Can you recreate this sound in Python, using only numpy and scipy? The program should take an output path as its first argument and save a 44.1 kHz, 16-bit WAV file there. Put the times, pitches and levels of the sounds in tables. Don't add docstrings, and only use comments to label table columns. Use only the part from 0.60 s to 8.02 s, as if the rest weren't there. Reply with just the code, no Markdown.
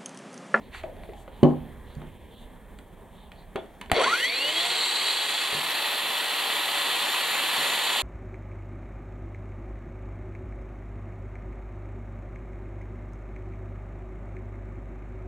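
import sys
import numpy as np
from scipy import signal
from scipy.fft import rfft, irfft, next_fast_len
from scipy.io import wavfile
from scipy.ndimage import uniform_filter1d

SR = 44100
rng = np.random.default_rng(int(sys.argv[2]) if len(sys.argv) > 2 else 0)


def transcribe(u):
    v = np.clip(np.atleast_2d(u).T, -1, 1)
    q = np.round(v * 32767).astype(np.int16)
    wavfile.write(sys.argv[1], SR, q)


def ratio_of_db(decibels):
    return 10 ** (np.asarray(decibels, float) / 20)


N = 327222
T = np.arange(N) / SR
M = next_fast_len(N)
HZ = np.maximum(np.arange(M // 2 + 1) * SR / M, 1)
TEETH = 10
START_S = 3.33
RATTLE_END_S = 3.65

# t/s, shaft f/Hz
SHAFT_SPEED = [(3.33, 22), (3.39, 56), (3.46, 97.5), (3.54, 141.5), (3.64, 194), (3.75, 248.5), (3.82, 280),
               (3.88, 298.5), (3.94, 314), (3.99, 335), (4.04, 348), (4.11, 359), (4.17, 374.5),
               (4.27, 391.5), (4.436, 411), (4.62, 424.3), (4.836, 431.4), (5.4, 435.2)]
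# t/s, head turned from side view [0-1], vents near camera [0-1]
TOOL_POSE = [
    (4.4, 0.1, 0),
    (4.8, 0.22, 0),
    (5.2, 1, 0),
    (5.75, 0.82, 0.14),
    (6.0, 1, 0.52),
    (6.3, 0.76, 0.55),
    (7.0, 1, 1.05),
    (7.42, 0.63, 1.1),
]


def grinder():
    shaft_hz = uniform_filter1d(curves(SHAFT_SPEED)[0], SR // 36)
    turned, near = curves(TOOL_POSE)
    on = np.clip((T - START_S + 0.012) / 0.03, 0, 1)
    turns = np.cumsum(shaft_hz * on * (1 + 0.0004 * walk(9))) / SR
    slack = (shaft_hz / shaft_hz.max()) ** 4.0
    state = np.array([np.ones(N), slack ** 2, turned, near])
    tooth = (TEETH * turns).astype(int)
    grain = tooth_bite(tooth)
    tones = mic(fan_tones(shaft_hz, turns, slack, state) + mesh_whine(shaft_hz, turns, slack, state))
    tones = tones + slack ** 2 * (0.27 + 0.74 * turned) * drive_tones(turned)
    case = shop(on * gear_case(tooth, grain))
    noise = air_roar(grain, shaft_hz, turned, near) + steel(grain, turned)
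    return on * (noise + np.sqrt(2) * tones + case) + clatter()


def tooth_bite(tooth):
    bite_db = 0.93 * rng.standard_normal(TEETH)[tooth % TEETH]
    bite_db = bite_db + 1.7 * rng.standard_normal(N // 8)[tooth]
    return ratio_of_db(bite_db + 0.57 * walk(150))


# f/Hz, width/Hz, level/dB
SHELL_MODES = [(300, 90, 5), (466, 67, 3), (580, 110, 9), (684, 79, 12), (1075, 160, 12.5),
               (1405, 190, 14.5), (1987, 210, 14), (2400, 230, 11.5), (2820, 130, 8), (3030, 84, 12),
               (3303, 160, 10.5), (3480, 100, 8), (3580, 140, -8), (3840, 80, 6)]
# f/Hz, width/Hz, level/dB
HEAD_MODES = [(4100, 430, 5.5), (4220, 120, 6), (4500, 150, 8), (7300, 300, 5), (7870, 960, 12),
              (8300, 300, 4)]


def line_db(order, row, shaft_hz, state):
    whole_hz = np.arange(SR // 2)
    body_db = peaks_db(whole_hz, SHELL_MODES) + peaks_db(whole_hz, HEAD_MODES)
    return np.array(row) @ state + body_db[(order * shaft_hz).astype(int)]


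FAN_ORDERS = [8, 16, 9, 4, 2, 1, .45, 3, 1.3235]
# level under load/dB, change at full speed/dB, change turned/dB, change near/dB
FAN_LEVELS = [(-64, 18.5, -7.5, 0.5), (-46, -15, 4, 11), (-57, -1, -3, -10), (-67.5, 13, -2, 5),
              (-56, -9, 4.5, -2), (-55, -14, 4.5, -4), (-49, -36, -6, 2), (-62, -5, -1, -4),
              (-62.5, -5.5, 3, 1.5)]


def fan_tones(shaft_hz, turns, slack, state):
    tones = 0
    for order, row in zip(FAN_ORDERS, FAN_LEVELS):
        level_db = line_db(order, row, shaft_hz, state)
        level_db = level_db + (2.0 + 1.2 / max(order, 1)) * walk(30) + 1.5 * slack * walk(6)
        radiated = 1 / (1 + (190 / (order * shaft_hz)) ** 4)
        phase = 2 * np.pi * (order * turns + rng.random()) + 0.064 * order * slack * walk(60)
        tones = tones + ratio_of_db(level_db) * radiated * np.sin(phase)
    return tones


MESH_ORDERS = [10, 20, 9, 11, 12, 19, 21, 11.5, 10.5, 22]
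# level under load/dB, change at full speed/dB, change turned/dB, change near/dB
MESH_LEVELS = [(-42, -15, -0.5, -14), (-52, -6, -10, -1), (-57, 6, -10, -14), (-57, 9, -6, -5),
               (-61, 8, -6, -6), (-61, -2, -14, -3), (-59, 0, -12, -3), (-55.5, 2, -10, -3),
               (-58, 2, -8, -3), (-60, 0, -12, -3)]


def mesh_whine(shaft_hz, turns, slack, state):
    tones = 0
    for order, row in zip(MESH_ORDERS, MESH_LEVELS):
        chatter_rad = (0.035 + 0.19 * slack ** 3.7) * order
        level_db = line_db(order, row, shaft_hz, state) + 2.4 * walk(45)
        tones = tones + ratio_of_db(level_db) * np.sin(2 * np.pi * order * turns + chatter_rad * walk(260))
    return tones


# f/Hz, level/dB, side-view change/dB
DRIVE_LINES = [(489, -58, 0), (781, -52, -2), (1530, -71, 0), (7763, -71, 0), (8436, -64, 24)]


def drive_tones(turned):
    tones = 0
    for hz, db, side_db in DRIVE_LINES:
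        level_db = db + side_db * (1 - turned) + 2.8 * walk(10)
        tones = tones + ratio_of_db(level_db) * np.sin(2 * np.pi * hz * T + 0.6 * walk(40))
    return tones


# f/Hz, width/Hz, level/dB
CASE_MODES = [(504, 190, -1.5), (2140, 155, 3.5), (2415, 70, -4), (3200, 160, -23), (3400, 120, 1),
              (4440, 190, 1), (3920, 120, -5), (5600, 200, -2), (7400, 460, -21), (10000, 400, -19)]


def gear_case(tooth, grain):
    blows = np.diff(tooth, prepend=0) * grain * rng.standard_normal(N)
    modes = sum(ratio_of_db(db) * np.sqrt(width) * ring(hz, 4.5 / width, 0.1) for hz, width, db in CASE_MODES)
    case = mic(signal.fftconvolve(blows, modes)[:N])
    case = signal.lfilter(*signal.butter(2, 330, "high", fs=SR), case)
    load = ratio_of_db(-31.0 - 7.7 * (T - START_S).clip(0))
    return load * case / np.sqrt(uniform_filter1d(case ** 2, SR // 8) + 1e-9)


# f/Hz, density/dB per Hz
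ROAR_COLOUR = [(30, -35.5), (170, -19.5), (364, -11), (560, -11.5), (801, -4), (1550, -7), (1850, -5.5),
               (3300, 0), (4600, -7), (4710, -14.5), (5050, -24), (6300, -20.5), (7000, -18),
               (11400, -15.5), (16000, -33.5)]
# f/Hz, width/Hz, level/dB
GUARD_PEAKS = [(1040, 320, 3), (1925, 220, 6.5), (2120, 440, -2), (2610, 115, 3.5), (3110, 57, 3.5),
               (3540, 78, -4), (4100, 190, 2), (7000, 170, 4), (7820, 2200, 3.5), (9730, 950, -4),
               (6250, 420, -2)]
# f/Hz, correlation
ROAR_ALIKE = [(60, -1.4), (130, -0.21), (290, 0.84), (640, 0.91), (1410, 0.96), (3100, 0.94), (6820, 0.95),
              (15000, 0.56)]
# f/Hz, left minus right/dB
ROAR_SIDE = [(60, -15), (110, 3), (200, -5.5), (380, 1), (700, 5.5), (1290, 2.5), (2380, -0.5), (4400, -4),
             (8120, 2.5), (15000, 6)]
# low f/Hz, high f/Hz
ROAR_BANDS = [(250, 1200), (1500, 4500), (6500, 9000), (10000, 15000)]


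def air_roar(grain, shaft_hz, turned, near):
    colour_db = at(ROAR_COLOUR, HZ) + peaks_db(HZ, GUARD_PEAKS)
    levels_db = roar_levels(shaft_hz, turned, near)
    return wash(grain, colour_db, ROAR_ALIKE, ROAR_SIDE, ROAR_BANDS, levels_db, 0.42, 14)


# level at speed/dB, growth [power of speed], change turned/dB, change near/dB
AIR_LEVELS = [(-36.5, 3.3, 1.5, 2.5), (-29.5, 2.1, 1, 2), (-38, 4.1, -6, 4.5), (-45.5, 1.5, 7.5, 0.5)]
# peak level/dB, peak t/s, rise/dB per s, fall/dB per s
RATTLE_LEVELS = [(-26.5, 3.425, 60, 84), (-26.5, 3.39, 150, 43), (-41.5, 3.46, 141, 27),
                 (-46.5, 3.57, 120, 3.5)]


def roar_levels(shaft_hz, turned, near):
    speed = shaft_hz / 316
    growth_db = 20 * np.log10(speed) - 2.5 * np.log10(1 + speed ** 8)
    air_db = np.array([db + power * growth_db + turn_db * turned + near_db * near
                       for db, power, turn_db, near_db in AIR_LEVELS])
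    rattle_db = np.array([db - rise * (s - T).clip(0) - fall * (T - s).clip(0)
                          for db, s, rise, fall in RATTLE_LEVELS])
    rattle_db = rattle_db - 120.5 * (T - RATTLE_END_S).clip(0)
    return 10 * np.log10(ratio_of_db(air_db) ** 2 + ratio_of_db(rattle_db) ** 2)


# f/Hz, width/Hz, level in start rattle/dB, level near mesh overtone/dB, level turned/dB
STEEL_BANDS = [(4120, 780, -45, -31, -39.5), (5980, 400, -48.5, -70, -60), (7300, 380, -62, -48, -60),
               (7790, 670, -46.5, -48, -60), (10100, 760, -51.5, -61, -60), (8430, 200, -66, -48, -56),
               (8130, 520, -60, -45, -65), (5380, 740, -59, -69, -54.5)]


def steel(grain, turned):
    rattle = np.clip((T - RATTLE_LEVELS[0][1] + 0.055) / 0.051, 0, 1)
    rattle = rattle * ratio_of_db(-300 * (T - RATTLE_END_S).clip(0))
    sing = np.exp(-((T - 4.25) / 0.47) ** 2)
    noise = rng.standard_normal((3, N))
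    source = grain * (noise[0] + 0.43 * noise[1:])
    out = 0
    for hz, width, rattle_db, sing_db, turn_db in STEEL_BANDS:
        edges_hz = [hz - width / 2, hz + width / 2]
        band = signal.sosfilt(signal.butter(4, edges_hz, "band", fs=SR, output="sos"), source)
        gain = rattle * ratio_of_db(rattle_db) + sing * ratio_of_db(sing_db) + turned * ratio_of_db(turn_db)
        out = out + band / band.std() * ratio_of_db(3.0 * walk(40)) * gain
    return out


# t/s, peak level/dB, steel ring/dB
GEAR_BLOWS = [(3.3165, -27, -4), (3.366, -23.5, -16), (3.382, -25, -17), (3.398, -17, -20),
              (3.406, -17, -22), (3.4155, -13.5, -17.5), (3.451, -21, -20), (3.473, -27, -16),
              (3.536, -27, -14), (3.648, -28, -10), (3.7214, -24, -14), (4.0322, -23, -16)]
# f/Hz, level/dB, t60/s
BLOW_CASE = [(473, -2, 0.035), (670, 2, 0.031), (2050, -7, .015), (3305, -1, .012)]
# f/Hz, level/dB, t60/s
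BLOW_STEEL = [(5950, -1, .02), (7900, 0, .025)]


def clatter():
    track = np.zeros(N)
    for s, db, steel_db in GEAR_BLOWS:
        tight_db = -120 * max(s - 3.42, 0)
        for modes, gain_db in ((BLOW_CASE, db), (BLOW_STEEL, db + steel_db)):
            blow = 0
            for hz, mode_db, t60 in modes:
                level_db = mode_db + 2 * rng.standard_normal() + (hz < 1000) * tight_db
                blow = blow + ratio_of_db(level_db) * ring(hz * (1 + 0.015 * rng.standard_normal()), t60, 0.1)
            add(track, s, blow, gain_db)
    return shop(signal.lfilter(*signal.butter(3, 330, "high", fs=SR), track))


# f/Hz, left minus right/dB
HANDS_SIDE = [(100, -5), (250, -3), (500, 3), (1000, 2), (3000, -3), (10000, 0.5)]


def hands():
    track = np.zeros(N)
    bench_bumps(track)
    shell_knocks(track)
    switch_ticks(track)
    rubs(track)
    balance = ratio_of_db(np.outer([0.5, -0.5], at(HANDS_SIDE, HZ)))
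    return irfft(rfft(shop(mic(track)), M) * balance, M)[:, :N]


# f/Hz, level/dB, t60/s
BENCH_MODES = [(70, -18, 0.3), (145, -17, 0.38), (150.9, -4, 0.45), (247.1, -1.5, 0.37), (298, -4, 0.3),
               (332, -7.5, 0.087), (366, -2.5, 0.18), (378, -13, 0.32), (521, -14, 0.23),
               (565, -12.5, 0.23), (689, -13, 0.25), (776, -26, 0.4), (1034, -27, 0.2), (1125, -30, 0.15)]
# t/s, peak level/dB, push/ms, direction
BENCH_BUMPS = [
    (0.8297, -1.5, 1.23, 1),
    (1.366, -29, 6.2, -1),
    (1.42, -35, 1.4, -1),
    (3.315, -40, 6.1, -1),
    (4.946, -34.5, 5.2, 1),
    (5.436, -44, 1.5, 1),
    (6.98, -36.5, 1.7, 1),
]


def bench_bumps(track):
    for s, db, push_ms, way in BENCH_BUMPS:
        body = sum(ratio_of_db(g) * ring(hz, 0.88 * t60, 0.5) for hz, g, t60 in BENCH_MODES)
        body = body + ratio_of_db(12) * burst(0.25, 150, 510) + ratio_of_db(7) * burst(0.3, 560, 1270)
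        body = signal.lfilter(*signal.butter(2, 105, "high", fs=SR), body)
        push = np.hanning(int(push_ms * SR / 1000) + 3)
        add(track, s, way * np.convolve(body, push), db)


# t/s, peak level/dB, shell f/Hz, t60/s
SHELL_KNOCKS = [
    (0.239, -25, 645, 0.1),
    (.264, -35, 600, .08),
    (4.93, -29, 425, 0.1),
    (0.49, -30.5, 446, 0.063),
    (0.533, -43, 820, 0.22),
    (0.679, -37.5, 554, 0.064),
    (2.957, -22, 402, 0.093),
    (3.213, -35.5, 980, 0.076),
    (3.3, -31, 413, 0.051),
    (3.3163, -10.5, 760, 0.02),
]


def shell_knocks(track):
    for s, db, hz, t60 in SHELL_KNOCKS:
        modes = ring(hz, 0.65 * t60, 0.5) + 0.34 * ring(0.6 * hz, 0.5 * t60, 0.5)
        add(track, s, modes + 2.0 * burst(3.2 * t60, 0.72 * hz, 1.03 * hz), db)


# t/s, peak level/dB, ring f/Hz, t60/s, treble/dB
SWITCH_TICKS = [(0.147, -29, 1900, .02, -25), (1.417, -38, 1500, 0.015, -20),
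                (0.2346, -37, 2300, 0.039, -26), (0.367, -44, 3700, 0.024, -26.5),
                (0.435, -37, 2010, 0.02, -26), (0.4947, -45, 2050, 0.024, -25),
                (0.5342, -44, 3530, 0.024, -19), (0.678, -38.5, 1490, 0.023, -31),
                (0.8322, -24, 3030, 0.03, -17), (1.352, -51, 1710, 0.024, -4),
                (2.188, -40.5, 3300, 0.03, -14), (2.718, -38, 3340, 0.02, -18),
                (2.959, -22.5, 2190, 0.018, -25), (3.213, -29.5, 2950, 0.042, -13),
                (3.26, -41, 3060, 0.03, -21), (3.2984, -29, 2290, 0.015, -31.5),
                (3.3163, -10, 3110, 0.034, -14.5)]


def switch_ticks(track):
    for s, db, hz, t60, treble_db in SWITCH_TICKS:
        tick = burst(0.5 * t60, 750, 0.96 * hz) + 0.24 * burst(2.85 * t60, 970, 3070)
        add(track, s, tick + 0.17 * ring(hz, 1.0 * t60, 0.5), db - 0.5)
        add(track, s, burst(0.3 * t60, 5400, 16500), db + treble_db + 15.5)


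# t/s, length/s, level/dB, low f/Hz,
# high f/Hz
HAND_RUBS = [(0.004, .1, -68, 2800, 4200), (0.11, 0.12, -49.5, 800, 3300), (.12, .1, -53, 5000, 15000),
             (0.13, 0.033, -49, 990, 2600), (.25, 0.36, -56, 570, 740), (0.53, 0.1, -66, 2900, 3600),
             (0.55, .1, -57, 5700, 15000), (.7, .12, -68, 2900, 4100), (.84, 0.3, -46, 32, 234),
             (1.245, 0.12, -65.5, 2700, 4200), (1.39, 0.074, -54, 230, 790), (1.69, 0.19, -64, 3000, 3800),
             (1.76, 0.11, -61, 7000, 15000), (2.52, 0.18, -66, 3100, 3860), (2.747, 0.097, -67, 3300, 4600),
             (2.952, 0.052, -40.5, 480, 810), (2.96, 0.054, -56.5, 3200, 3500),
             (3.312, 0.027, -31, 20, 290), (3.36, 0.071, -30, 400, 540), (4.925, 0.09, -48, 200, 620),
             (4.925, .03, -59, 30, 160), (4.95, .15, -56, 110, 300)]


def rubs(track):
    for s, length_s, db, lo_hz, hi_hz in HAND_RUBS:
        slide = burst(np.inf, lo_hz, hi_hz)[:int(length_s * SR)]
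        add(track, s, slide * np.hanning(len(slide)) ** 0.39, db + 11.0)


# t/s, effort [0-1]
HAND_EFFORT = [(0, 0.6), (.14, 0.56), (.4, 0.88), (.64, 0.4), (.98, 1), (1.2, 0.6), (1.41, 0.73),
               (1.7, 0.45), (2.4, 0.22), (2.85, 0.27), (3.3, 0.54)]
# level at rest/dB, added by full effort/dB
STILL_LEVELS = [(-55, 12.5), (-55, 3), (-69, 4.5), (-72, 4)]
# f/Hz, density/dB per Hz
QUIET_COLOUR = [(15, -46), (25, -3.5), (59, -5), (114, -13), (223, -7.5), (326, -13.5), (384, -10.5),
                (936, -16), (1400, -30), (1740, -24), (2840, -35.5), (3250, -30), (5000, -51),
                (8830, -36.5), (16000, -39)]
# f/Hz, correlation
QUIET_ALIKE = [(60, 0.98), (130, 1), (290, 0.97), (640, 0.9), (1410, 0.96), (3100, 1), (6820, 0.86),
               (15000, 0.31)]
# f/Hz, left minus right/dB
QUIET_SIDE = [(60, -3.5), (110, -4), (200, -2), (380, 1), (700, 1), (1290, -0.5), (2380, -1), (4400, -3),
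              (8120, 1.5), (15000, 0.5)]
# low f/Hz, high f/Hz
QUIET_BANDS = [(25, 100), (200, 1100), (2600, 4800), (6000, 15000)]


def quiet():
    effort = curves(HAND_EFFORT)[0]
    jolt_s, jolt_width_s, jolt_db = 3.322, 0.008, 12
    duck_s, duck_db = 0.34, -31
    gain_db = jolt_db * np.exp(-((T - jolt_s) / jolt_width_s) ** 2)
    gain_db = gain_db + duck_db * (1 - np.exp(-(T - jolt_s).clip(0) / duck_s))
    levels_db = np.array([db + busy_db * effort for db, busy_db in STILL_LEVELS]) + gain_db
    grain = ratio_of_db(0.79 * walk(60))
    return wash(grain, at(QUIET_COLOUR, HZ), QUIET_ALIKE, QUIET_SIDE, QUIET_BANDS, levels_db, 2.15, 9.3)


def shop(x):
    t60_s, wet_db = 0.27, -5.5
    s = np.arange(SR // 2) / SR
    noise = rng.standard_normal((3, len(s)))
    tail = (noise[0] + 0.82 * noise[1:]) * (s > 0.004)
    tail = signal.lfilter(*signal.butter(2, 220, "high", fs=SR), tail)
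    low = signal.lfilter(*signal.butter(1, 1400, fs=SR), tail)
    tail = low * 1000.0 ** (-s / t60_s) + 0.5 * (tail - low) * 1000.0 ** (-s / (1.35 * t60_s))
    tail = tail / np.sqrt(np.mean(np.abs(rfft(tail)[:, 50:500]) ** 2))
    return x + ratio_of_db(wet_db) * signal.fftconvolve(x[None], tail, axes=1)[:, :N]


# f/Hz, level/dB
MIC_RESPONSE = [(20, -2), (4580, 3.5), (4720, -9), (5100, -14), (6300, -6), (8000, -2.5), (16000, -18.5)]


def mic(x):
    return irfft(rfft(x, M) * ratio_of_db(at(MIC_RESPONSE, HZ)), M)[..., :N]


def wash(grain, colour_db, alike, side_db, bands, levels_db, flicker_db, rate_hz):
    likeness = np.clip(at(alike, HZ), -0.99, 0.99)
    spectrum = rfft(grain * rng.standard_normal((2, N)), M) * ratio_of_db(colour_db)
    mid, side = spectrum * np.sqrt([(1 + likeness) / 2, (1 - likeness) / 2])
    ears = np.array([mid + side, mid - side]) * ratio_of_db(np.outer([0.5, -0.5], at(side_db, HZ)))
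    power = np.abs(ears.mean(0)) ** 2 * 2 / M / N
    gain_db = levels_db - [[10 * np.log10(power[(HZ > lo) & (HZ < hi)].sum())] for lo, hi in bands]
    centres = np.log([np.sqrt(lo * hi) for lo, hi in bands])
    ears, octaves = ears.astype(np.complex64), np.log2(HZ).astype(np.float32)
    out = 0
    for step in range(20):
        hz = 22 * 2 ** (step / 2)
        share = [np.interp(np.log(hz), centres, row) for row in np.eye(len(bands))]
        window = np.clip(1 - np.abs(2 * (octaves - np.float32(np.log2(hz)))), 0, 1)
        band = irfft(ears * window, M)[:, :N]
        flicker = flicker_db * min(1, np.sqrt(2500 / hz)) * walk(rate_hz)
        out = out + band * ratio_of_db(share @ gain_db + flicker)
    return out


def ring(hz, t60, length_s=0.6):
    s = np.arange(int(length_s * SR)) / SR
    return np.sin(2 * np.pi * hz * s) * 1000.0 ** (-s / t60)


def burst(t60, lo_hz, hi_hz):
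    s = np.arange(SR // 2) / SR
    noise = rng.standard_normal(len(s)) * 1000.0 ** (-s / t60)
    return signal.lfilter(*signal.butter(2, [lo_hz, hi_hz], "band", fs=SR), noise)


def add(track, s, sound, db):
    i = int(s * SR)
    track[i:i + len(sound)] += (sound * ratio_of_db(db) / np.abs(sound).max())[:N - i]


def walk(rate_hz):
    k = int(SR / rate_hz)
    held = np.repeat(rng.standard_normal(N // k + 1), k)
    return 1.3 * uniform_filter1d(uniform_filter1d(held, k), k)[:N]


def peaks_db(hz, table):
    return sum(db / (1 + (2 * (hz - f) / width) ** 2) for f, width, db in table)


def curves(table):
    s, *columns = np.transpose(table)
    return np.array([np.interp(T, s, c) for c in columns])


def at(points, hz):
    f, value = np.array(points)[:, 0], np.array(points)[:, 1]
    return np.interp(np.log(hz), np.log(f), value)


def scene():
    return grinder() + hands() + quiet()


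def top_cut(x):
    return signal.sosfilt(signal.butter(12, 15850, fs=SR, output="sos"), x)


# f/Hz, left lead/rad
PORT_LEAD = [(60, 0.11), (260, 0.65), (1200, -0.33), (4650, -0.38), (6000, 1), (7000, 1.28), (8600, 1.34),
             (10300, 0.7)]


def record(dry):
    lead = np.exp(1j * np.outer([0.5, -0.5], at(PORT_LEAD, HZ)))
    ports = irfft(rfft(dry, M) * lead, M)[:, :N]
    rounded = np.tanh(0.39 * ports) / 0.39
    mix = signal.sosfilt(signal.ellip(8, 0.2, 60, 15850, fs=SR, output="sos"), rounded)
    return top_cut(mix)


dry = scene()
out = record(dry)
transcribe(out)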